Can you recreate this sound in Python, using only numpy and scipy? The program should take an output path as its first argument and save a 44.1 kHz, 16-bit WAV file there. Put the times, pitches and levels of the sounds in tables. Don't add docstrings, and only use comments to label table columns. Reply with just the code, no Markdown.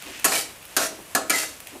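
import sys
import numpy as np
from scipy import signal
from scipy.io import wavfile
from scipy.ndimage import uniform_filter1d

SR = 44100
rng = np.random.default_rng(int(sys.argv[2]) if len(sys.argv) > 2 else 0)


def pcm_store(signal):
    levels = np.round(np.clip(np.atleast_2d(signal), -1, 1) * 32767)
    wavfile.write(sys.argv[1], SR, levels.astype(np.int16).T)


N = 79380

# mode_hz, relative_db, t60_s
WOK_MODES = [(275.9, -8.5, 0.38), (315.4, -6, 0.23), (402.4, -6, 0.16), (639, -6, 0.29), (700, -3.5, 0.12),
             (771.4, -6, 0.19), (1093, -5.5, 0.31), (1282, -2, 0.21), (1331.6, -3.5, 0.21),
             (1356, -11.5, 0.29), (1414, -5.5, 0.21), (1682, -6.5, .25), (1703, -2.5, 0.17)]
# freq_hz, relative_db
GRIT_SPECTRUM = [(1530, -23.5), (2600, -1), (2800, -2.5), (3040, -5), (3450, -6), (3720, -3), (3980, -4),
                 (8590, -3), (13700, -9.5), (15500, -20)]
# freq_hz, relative_db
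BODY_SPECTRUM = [(60, -21), (150, -6.5), (290, -16.5), (420, 8), (620, 5), (950, 2), (1320, 1), (1800, 7),
                 (2500, -3.5), (4000, -25)]


def amp(db):
    return 10 ** (np.asarray(db) / 20)


def unit(x):
    return x / np.sqrt(np.mean(x ** 2) + 1e-20)


def read(points, hz):
    f, value = np.transpose(points)
    return np.interp(np.log(hz + 1), np.log(f + 1), value)


def add(mix, start_s, sound):
    part = mix[max(round(start_s * SR), 0):][:len(sound)]
    part += sound[:len(part)]


def colour(x, points, size=4096):
    hz = abs(np.fft.fftfreq(size, 1 / SR))
    log_gain = np.log(amp(read(points, hz)))
    spectrum = np.exp(np.conj(signal.hilbert(log_gain)))
    taps = np.fft.ifft(spectrum).real[:size // 2]
    return signal.fftconvolve(x, taps / np.linalg.norm(taps))[:len(x)]


def tail(t60, size=22050):
    hz, t, bands = signal.stft(rng.standard_normal(size), SR, nperseg=128)
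    decay = amp(-60 * t / read(t60, hz)[:, None])
    out = signal.istft(bands * decay, SR, nperseg=128)[1]
    return out / np.linalg.norm(out)


def ring(modes, size=26000):
    t = np.arange(size) / SR
    out = np.zeros(size)
    for k, (hz, db, t60_s) in enumerate(modes):
        decay = np.exp(-np.log(1000) * t / t60_s)
        out += (-1) ** k * amp(db) * decay * np.sin(2 * np.pi * hz * t)
    return out


def clicks(per_s, spread_db):
    hits = rng.random(N) < per_s / SR
    signs = rng.choice([-1, 1], N)
    sizes = amp(spread_db * np.minimum(rng.exponential(1, N), 4))
    return unit(hits * signs * sizes)


def wobble(count=260):
    once = uniform_filter1d(rng.standard_normal(N), count)
    return unit(uniform_filter1d(once, count))


def resonate(x, hz, width_hz):
    turn = np.exp(2j * np.pi * np.cumsum(hz) / SR)
    r = np.exp(-np.pi * width_hz / SR)
    return 2 * (turn * signal.lfilter([1 - r], [1, -r], x / turn)).real


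def push(t, rise_s, hold_s, release_s):
    release_db = 37
    return np.clip(t / rise_s, 0, 1) * amp(-release_db * np.maximum(t - hold_s, 0) / release_s)


def blows():
    blow_rows = [(0.2441, -2.5, -2, -0.5, 1, -4.5, 1080, 2660, -23),
                 (0.2507, -5, -3, -1.5, 5.5, -7, 1250, 1900, -23),
                 (0.7656, -3, -4.5, 0.5, 0.5, -6.5, 635, 1602, -19),
                 (0.7693, -6.5, -3, -2.5, -0.5, -12.5, 1270, 1460, -25),
                 (1.1498, -2.5, 1.5, -2.5, -0.5, -2, 713, 1715, -20),
                 (1.2974, -9.5, -3, -0.5, 4, -6, 310, 2320, -19),
                 (1.3015, -4.5, -6, 0, -0.5, -6.5, 1330, 2050, -27)]
    # start_s, relative_db
    catch_rows = [(0.3194, -6), (0.3525, -12.5), (0.8001, -30), (1.4337, -13.5)]
    # mode_hz, relative_db, t60_s
    spatula_modes = [(5020, -6, 0.1), (6250, -4, .14), (6640, -8, 0.14), (7690, -4, 0.39), (8270, -3, 0.19),
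                     (8430, -8, .12), (9000, 1, 0.24), (9870, -5, 0.079), (11400, 0, 0.18)]
    # freq_hz, relative_db
    clang_spectrum = [(40, -18), (110, -22), (200, -4), (400, 0), (700, 2), (950, -1), (1350, 5.5),
                      (1750, -2.5), (2200, -28), (5000, -34)]
    clack_spectrum = [(300, -49.5), (1500, -2.5), (2300, -0.5), (3400, -0.5), (4700, 0.5), (7000, -2),
                      (15000, -28)]
    clink_spectrum = [(1500, -49), (4000, -4.5), (5800, -22), (6800, 9), (8000, 3), (9300, 7.5), (10700, 0),
                      (12000, 4.5), (14000, 1), (15500, -14.5)]
    # freq_hz, t60_s
    clank_decay = [(150, 0.29), (600, 0.29), (1600, 0.12), (3500, 0.18), (9000, 0.056), (15000, 0.024)]
    clang_gain_db, clack_gain_db, clink_gain_db = 5, 7.5, 11.5
    wok_gain_db, spatula_gain_db = -24.5, -30
    crack_db, crack_decay_s, clang_rise_s = -6.5, 0.0066, 0.0031
    spot_boost_db, spot_width_octaves, blade_t60_s = 8.5, 0.098, 0.1

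    out, t = np.zeros(N), np.arange(20000) / SR
    for start_s, db, clang_db, clack_db, treble_db, ring_db, spot_hz, blade_hz, blade_db in blow_rows:
        clank = tail(clank_decay)[:len(t)]
        crack = rng.standard_normal(len(t)) * np.exp(-t / crack_decay_s)
        sharp = clank + amp(crack_db) * crack / np.linalg.norm(crack)
        soft = clank * np.minimum(t / clang_rise_s, 1)
        add(out, start_s, amp(db + clang_gain_db + clang_db) * colour(soft, clang_spectrum))
        add(out, start_s, amp(db + clack_gain_db + clack_db) * colour(sharp, clack_spectrum))
        add(out, start_s, amp(db + clink_gain_db + treble_db) * colour(sharp, clink_spectrum))

        struck_modes = []
        for hz, mode_db, t60_s in WOK_MODES:
            octaves_off = np.log2(hz / spot_hz)
            boost_db = spot_boost_db * np.exp(-(octaves_off / spot_width_octaves) ** 2)
            struck_modes.append((hz, mode_db + boost_db, t60_s))
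        add(out, start_s, amp(wok_gain_db + ring_db) * ring(struck_modes))
        add(out, start_s, amp(spatula_gain_db + db + treble_db) * ring(spatula_modes))
        add(out, start_s, ring([(blade_hz, blade_db, blade_t60_s)]))

    for start_s, db in catch_rows:
        knock = tail([(300, 0.06), (9000, 0.068)])
        low, high = amp(7) * colour(knock, BODY_SPECTRUM), amp(6) * colour(knock, GRIT_SPECTRUM)
        add(out, start_s, amp(db) * (low + high))
    return out


def scrapes(size=20000):
    # start_s, hold_s, release_s, grit_end_db, grit_swell_db, body_start_db
    scrape_rows = [(0.269, 0.063, 0.027, -30.5, -2.5, -31), (0.316, 0.076, 0.13, -25.5, -1.5, -29),
                   (0.785, 0.078, 0.069, -28, -1.5, -27), (1.315, 0.078, 0.22, -25, 5, -29.5)]
    slips_per_s, slip_spread_db = 4200, 3
    rise_s, chatter_rms_db, body_sag_db = 0.019, 1, 5
    edge_share, wok_ring_share = 0.82, 0.55

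    out, t = np.zeros(N), np.arange(size) / SR
    for start_s, hold_s, release_s, grit_db, swell_db, body_db in scrape_rows:
        along = np.clip(t / hold_s, 0, 1)
        chatter = amp(chatter_rms_db * wobble()[:size])
        force = push(t, rise_s, hold_s, release_s) * chatter
        slips = clicks(slips_per_s, slip_spread_db)[:size]
        grit = unit(colour(slips + edge_share * unit(edge(slips, along)), GRIT_SPECTRUM))
        wok_ring = unit(signal.fftconvolve(slips, ring(WOK_MODES))[:size])
        body = unit(unit(colour(slips, BODY_SPECTRUM)) + wok_ring_share * wok_ring)
        grit_gain = amp(grit_db - swell_db * (1 - along))
        body_gain = amp(body_db - body_sag_db * along)
        add(out, start_s, force * (grit_gain * grit + body_gain * body))
    return out


def edge(slips, along, count=26):
    width_hz, grip_spread, max_drift = 75, 0.036, 0.048
    rows = rng.uniform(-0.97, 1, (count, 2))
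    out = 0
    for hz, (off, drift) in zip(np.linspace(2900, 14200, count), rows):
        pitch_hz = hz * (1 + grip_spread * off) * (1 + max_drift * drift * along)
        out = out + resonate(slips, pitch_hz, width_hz)
    return out


def squeals():
    # start_s, hold_s, release_s, level_db, first_hz, last_hz, glide_s
    squeal_rows = [(0.317, 0.053, 0.035, -30, 2580, 2275, 0.044),
                   (0.338, 0.021, 0.12, -34.5, 3100, 2970, 0.0175),
                   (0.799, 0.042, 0.04, -37.5, 1500, 1290, 0.051),
                   (1.325, 0.041, 0.12, -27, 2110, 2024, 0.0255)]
    rise_s, jitter_rms, flutter_max_db = .012, .014, 3.5
    fuzz_share, fuzz_width_hz = .7, 250

    out = np.zeros(N)
    for start_s, hold_s, release_s, db, first_hz, last_hz, glide_s in squeal_rows:
        t = np.arange(N) / SR - start_s
        hz = first_hz + (last_hz - first_hz) * np.clip(t / glide_s, 0, 1)
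        rough_hz = hz * (1 + jitter_rms * wobble(count=90))
        flutter = amp(flutter_max_db * np.tanh(wobble(count=160)))
        tone = np.sin(2 * np.pi * np.cumsum(rough_hz) / SR) * flutter
        fuzz = resonate(rng.standard_normal(N), hz, fuzz_width_hz)
        fuzz = resonate(fuzz, hz, fuzz_width_hz)
        force = push(t, rise_s, hold_s, release_s)
        out += amp(db) * force * unit(unit(tone) + fuzz_share * unit(fuzz))
    return out


def food():
    # start_s, length_s, relative_db
    flop_rows = [(0.055, 0.062, -44), (0.485, 0.055, -55), (0.915, 0.027, -39), (0.98, 0.034, -43),
                 (1.715, 0.036, -45.5), (1.748, 0.028, -39)]
    # start_s, length_s, relative_db
    slide_rows = [(-0.03, 0.32, -41), (0.68, 0.091, -51), (1.66, 0.083, -50)]
    # freq_hz, relative_db
    flop_spectrum = [(50, -7), (150, -16), (300, 8), (450, -2), (650, -5.5), (1100, -7.5), (2500, -74),
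                     (8000, -48)]
    slide_spectrum = [(200, -3), (900, -2), (1800, 4.5), (2600, 7.5), (4000, 0.5), (8000, -3), (15000, -19)]

    t, out = np.arange(N) / SR, np.zeros(N)
    for rows, spectrum in (flop_rows, flop_spectrum), (slide_rows, slide_spectrum):
        for start_s, length_s, db in rows:
            phase = np.pi * np.clip((t - start_s) / length_s, 0, 1)
            swell = np.sqrt(np.maximum(np.sin(phase), 0))
            out += amp(db) * colour(swell * clicks(1500, 1), spectrum)
    return out


def oil():
    # start_s, relative_db
    pop_rows = [(0.0233, -10), (0.197, -9), (0.6275, -18), (0.6529, -14), (1.6033, -10), (1.6711, -9)]
    # freq_hz, relative_db
    bubble_spectrum = [(500, -23), (2500, 1.5), (5000, -7), (9000, -1.5), (12500, -1.5), (14500, -4),
                       (15500, 1)]
    bubbles_db, bubbles_per_s, spread_db, pop_t60_s = -52, 2200, 1, .018

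    bursts = amp(bubbles_db) * clicks(bubbles_per_s, spread_db)
    for start_s, db in pop_rows:
        add(bursts, start_s, amp(db) * tail([(1000, pop_t60_s)]))
    return colour(bursts, bubble_spectrum)


def hiss():
    # freq_hz, relative_db
    sizzle_spectrum = [(20, -8), (45, -2.5), (85, 0.5), (180, -2), (380, -6.5), (620, 0), (850, -4),
                       (1100, -4.5), (2700, -5), (4600, -11.5), (9000, -8.5), (13000, -11.5), (15500, -33)]
    level_db, swell_rms_db = -46, .7
    wash = unit(colour(rng.standard_normal(2 * N), sizzle_spectrum)[N:])
    return amp(level_db) * wash * amp(swell_rms_db * wobble(count=900))


def scene():
    # freq_hz, t60_s
    room_decay = [(150, 0.69), (1000, 0.34), (5000, 0.39), (15000, 0.13)]
    room_db, delay_s = -8.5, .006
    pan = blows() + scrapes() + squeals() + food() + oil()
    echo = signal.fftconvolve(pan, tail(room_decay))[:N]
    add(pan, delay_s, amp(room_db) * echo)
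    return (pan + hiss())[None]


def record(dry):
    bass_cut_hz, ceiling, cutoff_hz = 36, .74, 15500
    thin = signal.sosfilt(signal.butter(3, bass_cut_hz, "highpass", fs=SR, output="sos"), dry)
    held = thin / (1 + (thin / ceiling) ** 4) ** .25
    lowpass = signal.firwin(301, cutoff_hz, window=("kaiser", 8), fs=SR)
    return signal.oaconvolve(held, lowpass[None], "same")


dry = scene()
out = record(dry)
pcm_store(out)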